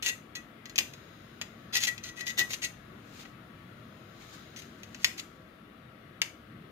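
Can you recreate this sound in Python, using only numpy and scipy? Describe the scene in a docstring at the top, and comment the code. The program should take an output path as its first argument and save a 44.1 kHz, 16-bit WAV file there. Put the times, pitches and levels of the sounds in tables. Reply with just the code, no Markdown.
"""Straightedge on a brick course

A bricklayer nudges a brick into line with a hollow metal straightedge. The bar grates on the fired clay
by stick-slip friction and knocks as it rocks; near the end he sets it down twice. Each contact excites
its modes. Gloves and sleeves rustle, and bare block walls return a short tail over a dull rumble."""
import sys
import numpy as np
from scipy import signal
from scipy.fft import rfft, irfft
from scipy.io import wavfile
from scipy.ndimage import uniform_filter1d

SR = 44100
rng = np.random.default_rng(int(sys.argv[2]) if len(sys.argv) > 2 else 0)


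def dump(signal):
    """Clip the signal to [-1, 1] and save it as 16-bit WAV at the path in sys.argv[1]."""
    limited = np.clip(np.atleast_2d(signal).T, -1, 1)
    pcm = np.round(limited * 32767).astype(np.int16)
    wavfile.write(sys.argv[1], SR, pcm)


N = 295911

# Background spectrum. Each row: frequency in Hz, relative level in dB.
AIR_SPECTRUM = [(15, -44.5), (25, -53), (49, 1), (79, -12.5), (107, -1), (198, -4), (227, 0), (260, -9),
                (289, -4), (322, -6), (421, -11.5), (552, -13.5), (684, -12.5), (848, -21), (1110, -16.5),
                (1300, -9.5), (1450, -14), (2120, -16.5), (2300, -19.5), (3530, -23), (5430, -37),
                (8000, -44), (10900, -38), (15500, -38.5)]
# Slow drift of the background. Each row: time in seconds, relative level in dB.
AIR_DRIFT = [(0.0, -53), (0.54, -52.5), (1.87, -52), (5.24, -52), (5.37, -54.5), (6.7, -53)]
# Likeness of the background's two channels. 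Each row: frequency in Hz, correlation.
AIR_COHERENCE = [(60, 0.89), (130, 1), (290, 0.92), (640, 0.2), (1410, 0.024), (3100, 0.014), (6820, 0.076),
                 (15000, -0.027)]
# Stereo balance of background and work. Each row: frequency in Hz, left minus right in dB.
AIR_BALANCE = [(60, 0), (110, 1.5), (200, 1), (380, 5.5), (700, 5.5), (1290, 12), (2380, 12), (4400, 12.5),
               (8120, 1), (15000, 0)]
WORK_BALANCE = [(60, 18.5), (300, 7), (900, 7.5), (1550, 16.5), (2300, 5.5), (4000, 7.5), (5300, -1),
                (6600, 7), (7400, -1), (10500, 3), (12200, 6), (15000, 6)]
# Phase difference of the work's sound. Each row: frequency in Hz, lead of the left in radians.
WORK_LEAD = [(60, 0.5), (800, 0.84), (1500, 0.84), (2300, -3), (3800, -2.5), (6300, -5.5), (9000, -7.5),
             (12000, -6), (15000, -11)]
# Faint background tones. Each row: frequency in Hz, rms level in dB.
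HUM_TONES = [(226.1, -67), (511.4, -75), (635.2, -74), (1136, -70.5), (1281, -75)]
# Modes of the bar. Each row: frequency in Hz, relative level in dB.
BAR_MODES = [(1940, 9.5), (2025, 1), (2150, -20), (2390, -14.5), (2545, 3.5), (2700, -14), (3100, -4.5),
             (3405, 2), (3520, -7.5), (4000, 5), (4220, 7.5), (4365, -14), (4680, -21), (5060, 8.5),
             (5410, -2.5), (6040, -7), (6320, -14), (6492, -13), (6758, -2), (7020, -17.5)]
# The hands damp high modes most. Each row: frequency in Hz, time to fall 60 dB in seconds.
BAR_T60 = [(1900, .11), (3000, .085), (7000, .065)]
# Spectra of grating sand, an edge tap, a flat landing, a sleeve and a rubbing glove.
# Each row: frequency in Hz, relative level in dB.
GRIT_SPECTRUM = [(100, -28), (500, -22), (950, -21.5), (1600, -14), (1950, -3.5), (2700, 0), (4400, -1.5),
                 (5600, -6), (6200, 3), (7000, -2), (7900, -12.5), (11000, -15), (13300, -10.5),
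                 (16000, -22.5)]
TAP_SPECTRUM = [(100, -32), (450, -17.5), (900, -18), (1500, -13), (1950, -7), (2600, 4), (4000, -6),
                (5100, -3.5), (5600, -15), (6100, -0.5), (7000, -3.5), (7800, -16), (11000, -23),
                (13600, -13), (16000, -33)]
DROP_SPECTRUM = [(100, -48.5), (450, -16), (900, -14.5), (1500, -11), (1950, 1.5), (2600, 5.5), (4000, -4),
                 (5100, -1.5), (5600, -11.5), (6100, -1.5), (7000, -5.5), (7800, -16.5), (11000, -23.5),
                 (13600, -16.5), (16000, -34)]
SLEEVE_SPECTRUM = [(200, -9), (900, -6.5), (1500, -5.5), (4000, -4), (5600, -9), (6800, -6), (7800, -16),
                   (11000, -21), (13700, -17), (16000, -22.5)]
GLOVE_SPECTRUM = [(1500, -24.5), (3200, -7), (4000, 1), (4400, -13.5), (5200, -6), (5900, -21), (6650, -3),
                  (7300, -32), (16000, -18.5)]
# Shoves along the brick. Each row: moment of slip in seconds, grating level in dB,
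# creep before in seconds, slide after in seconds, relative ring of the bar in dB.
SHOVES = [(0.0245, -32.5, 0.00088, 0.035, -4.5), (.062, -26, 0.0098, 0.038, -2),
          (0.352, -37, 0.0012, 0.021, 3), (1.752, -24.5, 0.029, 0.037, 2.5),
          (1.835, -26.5, 0.042, 0.025, -2.5), (1.871, -26.5, 0.0057, 0.02, -2.5),
          (2.038, -40, .01, 0.062, 2), (2.208, -36.5, .055, 0.01, 4), (2.267, -33.5, 0.0096, 0.047, -0.5),
          (2.386, -22.5, 0.016, 0.033, 5.5), (2.5336, -32, .048, 0.015, -10),
          (2.639, -29, 0.026, .024, -1.5), (4.562, -44, 0.0052, 0.043, -6),
          (5.031, -47.5, 0.043, 0.0187, 1), (5.1954, -36, 0.026, 0.0068, -6)]
# Taps of the bar's edge. Each row: start in seconds, energy in dB, tilt in dB per octave.
KNOCKS = [(.085, -11.5, -5.5), (.656, -16, -1.5), (.696, -18.5, 0), (.758, -7, .5), (0.7802, 3, 1),
          (0.7867, 6.5, .5), (0.807, -8, -3.5), (0.936, -20, 1), (1.414, -5.5, -1.5), (1.7695, -0.5, 3),
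          (1.979, -14.5, -1.5), (2.3927, -4, 10), (2.506, -12, -3), (2.620, -14, -4), (3.253, -20, -9),
          (4.620, -22.5, 2), (4.833, -18, 1), (4.946, -16, -1.5), (5.180, -15.5, 1.5)]
# Glove and arm movements. Each row: peak time in seconds, peak rms in dB, rise and fall in seconds.
GLOVE_RUBS = [(.86, -61.5, 0.14, 3.3), (2.3, -61, 0.5, 1.5), (4.4, -59, 1.24, 0.96)]
ARM_REACHES = [(3.21, -49.5, .27, .15), (4.22, -55, 0.12, .2), (4.34, -51, 0.17, 0.19),
               (4.63, -57, 0.17, 0.3), (5.02, -56.5, 0.59, 0.62)]
# Flat landings. Each row: start in seconds, energy in dB, tilt in dB per octave, relative ring in dB.
DROPS = [(5.045, 9, 1.5, -5), (6.217, 4.5, 0, -15)]
# Reverberation time. Each row: frequency in Hz, time to fall 60 dB in seconds.
ROOM_T60 = [(200, 0.59), (2000, 0.26), (6500, 0.28), (14000, 0.31)]
# Starting spectrum of the reverberation. Each row: frequency in Hz, relative level in dB.
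ROOM_SPECTRUM = [(300, 5), (1400, 3.5), (2250, 0), (4000, -5), (6600, -1.5), (9000, 1.5), (14000, -0.5)]


def amp(db):
    return 10 ** (np.asarray(db) / 20)


def unit_rms(x):
    return x / np.sqrt(np.mean(x ** 2) + 1e-20)


def unit_energy(x):
    return x / np.sqrt(np.mean(np.sum(x ** 2, axis=-1)) + 1e-20)


def at_hz(table, hz):
    f, value = np.transpose(table)
    return np.interp(np.log(hz + 1), np.log(f + 1), value)


def add(mix, start_s, sound):
    part = mix[:, max(round(start_s * SR), 0):][:, :sound.shape[1]]
    part += sound[:, :part.shape[1]]


def bins(size):
    return np.fft.rfftfreq(size, 1 / SR)


def pan(db):
    """Constant-power law: left and right gains for a level difference."""
    pair = amp(np.array([db, -db]) / 2)
    return pair / np.sqrt(np.mean(pair ** 2, axis=0))


def minimum_phase(db):
    """Folding the cepstrum gives the spectrum of the most compact causal pulse with these levels."""
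    cepstrum = irfft(np.log(amp(db)))
    half = len(cepstrum) // 2
    cepstrum[1:half] *= 2
    cepstrum[half + 1:] = 0
    return np.exp(rfft(cepstrum))


def from_work(spectrum, size):
    """Two-path propagation: the work's sound reaches each channel with its own level and phase."""
    hz = bins(size)
    phase = np.exp(.5j * np.array([[1], [-1]]) * at_hz(WORK_LEAD, hz))
    return irfft(spectrum * pan(at_hz(WORK_BALANCE, hz)) * phase, size)


def background(gain_db=1.5, flicker_db=1.46):
    """Coherence falls with frequency: distant rumble is alike on both sides, diffuse hiss is not."""
    hz = bins(2048)
    a, b, c, d, flicker = rng.standard_normal((5, N // 512 + 5, len(hz)))
    coherence = at_hz(AIR_COHERENCE, hz)
    left = a + 1j * b
    right = coherence * left + np.sqrt(1 - coherence ** 2) * (c + 1j * d)
    flicker = uniform_filter1d(flicker, size=10, axis=0)
    flicker = unit_rms(uniform_filter1d(flicker, size=6, axis=1))
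    frames = np.array([left, right]) * amp(at_hz(AIR_SPECTRUM, hz) + flicker_db * flicker)
    frames *= pan(at_hz(AIR_BALANCE, hz))[:, None]
    sound = signal.istft(frames.transpose(0, 2, 1), nperseg=2048, noverlap=1536)[1][:, :N]
    drift_db = np.interp(np.arange(N) / SR, *np.transpose(AIR_DRIFT))
    return unit_rms(sound) * amp(gain_db + drift_db)


def hum(width_hz=13.0):
    """Narrow-band noise is heard as a wavering tone; a few sound faintly, far away."""
    out = np.zeros((2, N))
    for f, db in HUM_TONES:
        band = np.exp(-.5 * ((bins(N) - f) / (width_hz / 2)) ** 2)
        tone = irfft(rfft(rng.standard_normal(N)) * band, N)
        out += amp(db) * unit_rms(tone) * pan(at_hz(AIR_BALANCE, f))[:, None]
    return out


def bar_ring(t, tilt_db, uneven_db):
    """Modal superposition: the place of contact sets how strongly each damped mode answers."""
    f, db = np.transpose(BAR_MODES)[:, :, None]
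    level_db = db + tilt_db * np.log2(f / f[0]) - 60 * t / at_hz(BAR_T60, f)
    modes = amp(level_db) * np.sin(2 * np.pi * f * t)
    weights = rng.choice([-1, 1], len(f)) * amp(uneven_db * rng.standard_normal((2, len(f))))
    return unit_energy(weights @ modes)


def contact(spectrum, tilt_db, ring_db, clatter_db, clatter_t60, width, ring_tilt_db=0, uneven_db=2.5):
    """Impulse response of bar on brick: a crack, a short dense clatter and the bar's ring."""
    size = 16384
    t, hz = np.arange(size) / SR, bins(size)
    slope_db = tilt_db * np.log2(np.maximum(hz, 500) / 3500)
    crack = minimum_phase(at_hz(spectrum, hz) + slope_db)
    crack /= np.linalg.norm(irfft(crack))
    noise = rng.standard_normal((3, size))
    clatter = unit_energy((noise[0] + width * noise[1:]) * amp(-60 * t / clatter_t60))
    ring = rfft(bar_ring(t, ring_tilt_db, uneven_db)) * amp(slope_db)
    response = crack * (1 + amp(clatter_db) * rfft(clatter)) + amp(ring_db) * ring
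    travel_s = 16 / SR + 2e-5 * rng.standard_normal((2, 1))  # varies with the place of contact
    response *= np.exp(-2j * np.pi * hz * travel_s)
    return unit_energy(from_work(response, size)[:, :size // 2])


def tap(db, tilt_db, ring_db):
    """Impact of the bar's edge: a crack with a gritty clatter, slightly crisper on hard blows."""
    clatter_db = 3 - .1 * db
    return amp(db) * contact(TAP_SPECTRUM, tilt_db, ring_db, clatter_db, clatter_t60=.045, width=.8)


def sand_grains(size, per_s=1500, spread_db=6.0):
    """Shot noise: grains under the bar give impulses of random time, strength and sign."""
    chance, quantile = rng.random((2, size))
    strength = amp(spread_db * np.minimum(-np.log(1 - quantile), 3.2))
    return (chance < per_s / SR) * strength * rng.choice([-1, 1], size)


def scrapes(edge_s=0.0031, crack_db=22, strain_db_per_s=70):
    """Stick-slip friction: the bar creeps, cracks loose (harder the longer it stuck) and slides."""
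    out = np.zeros((2, N))
    for slip_s, db, creep_s, slide_s, ring_db in SHOVES:
        t = np.arange(SR // 8) / SR - creep_s
        swell_db = -2 - 8.5 * np.minimum(abs(t) / creep_s, 1) ** 0.83
        effort_db = np.where(t < 0, swell_db, -4.5 * t / slide_s)
        opening = (t + creep_s) / (edge_s + creep_s / 4)
        gate = np.clip(np.minimum(opening, (slide_s - t) / edge_s), 0, 1)
        pressure = np.sqrt(np.mean(gate ** 2) / 2) * amp(db + effort_db)
        for _ in range(2):  # the bar bears on two spots of the brick
            force = unit_rms(sand_grains(len(t)) * gate) * pressure
            response = contact(GRIT_SPECTRUM, tilt_db=-1.18, ring_db=ring_db, clatter_db=3.0,
                               clatter_t60=0.038, width=1.0, ring_tilt_db=-5.5, uneven_db=6.5)
            add(out, slip_s - creep_s, signal.fftconvolve(force[None], response, axes=1))
        add(out, slip_s, tap(db + crack_db + strain_db_per_s * creep_s, tilt_db=0, ring_db=ring_db + 4))
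    return out


def knocks(ring_db=-4, press_damping=.3):
    """Contact damping: the rocking bar taps the course, and harder taps have a smaller share of ring."""
    out = np.zeros((2, N))
    for start_s, db, tilt_db in KNOCKS:
        add(out, start_s, tap(db, tilt_db, ring_db - press_damping * db))
    return out


def friction_noise(noise, spectrum, movements, fade_db=26.5):
    """Incoherent sources add in power: coloured noise swells and fades with each movement."""
    t = np.arange(N) / SR
    sound = from_work(rfft(noise) * amp(at_hz(spectrum, bins(N))), N)
    swells = [amp(db - fade_db * np.maximum((peak_s - t) / rise_s, (t - peak_s) / fall_s))
              for peak_s, db, rise_s, fall_s in movements]
    return unit_rms(sound) * np.linalg.norm(swells, axis=0)


def gloves():
    """Sliding friction under steady pressure: a glove hisses softly along the bar."""
    return friction_noise(rng.standard_normal((2, N)), GLOVE_SPECTRUM, GLOVE_RUBS)


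def sleeves(grain_db=2.0, clump_db=0.9):
    """Amplitude modulation: catching fibres roughen noise into a fine rustle as an arm moves."""
    grains, clumps = (unit_rms(uniform_filter1d(rng.standard_normal(N), size)) for size in (60, 700))
    fibres = rng.standard_normal((2, N)) * amp(grain_db * grains + clump_db * clumps)
    return friction_noise(fibres, SLEEVE_SPECTRUM, ARM_REACHES)


def drops():
    """Distributed impact: the whole edge lands at once, a hollow clack that favours the low modes."""
    out = np.zeros((2, N))
    for start_s, db, tilt_db, ring_db in DROPS:
        clack = contact(DROP_SPECTRUM, tilt_db, ring_db, clatter_db=1.5, clatter_t60=.04,
                        width=.7, ring_tilt_db=-1.5)
        add(out, start_s, amp(db) * clack)
    return out


def room(direct, wet_db=-8.0, build_s=0.0017, turn_s=0.904):
    """Diffuse reflection from block walls: three noise tails crossfade steadily, so no pitch rings out."""
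    out = direct.copy()
    for k in range(3):
        hz, t, frames = signal.stft(rng.standard_normal((2, SR * 2 // 3)), SR, nperseg=256)
        level_db = at_hz(ROOM_SPECTRUM, hz)[:, None] - 60 * t / at_hz(ROOM_T60, hz)[:, None]
        tail = signal.istft(frames * amp(level_db) * (1 - np.exp(-t / build_s)), SR, nperseg=256)[1]
        share = np.sqrt(2 / 3) * np.cos(np.pi * (np.arange(N) / SR / turn_s + k / 3))
        out += amp(wet_db) * signal.fftconvolve(direct * share, unit_energy(tail), axes=1)[:, :N]
    return out


def scene():
    """Superposition of the background, the bar's contacts in the room and the cloth."""
    return background() + hum() + room(scrapes() + knocks() + drops()) + gloves() + sleeves()


def record(dry, low_hz=45, high_hz=15650):
    """Band limiting: a low cut, clipping at full scale, then a steep low-pass."""
    cut = signal.sosfilt(signal.butter(2, low_hz, "highpass", fs=SR, output="sos"), dry)
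    low_pass = signal.firwin(401, high_hz, window=("kaiser", 8), fs=SR)
    return signal.oaconvolve(np.clip(cut, -1, 1), low_pass[None], "same")


dry = scene()
out = record(dry)
dump(out)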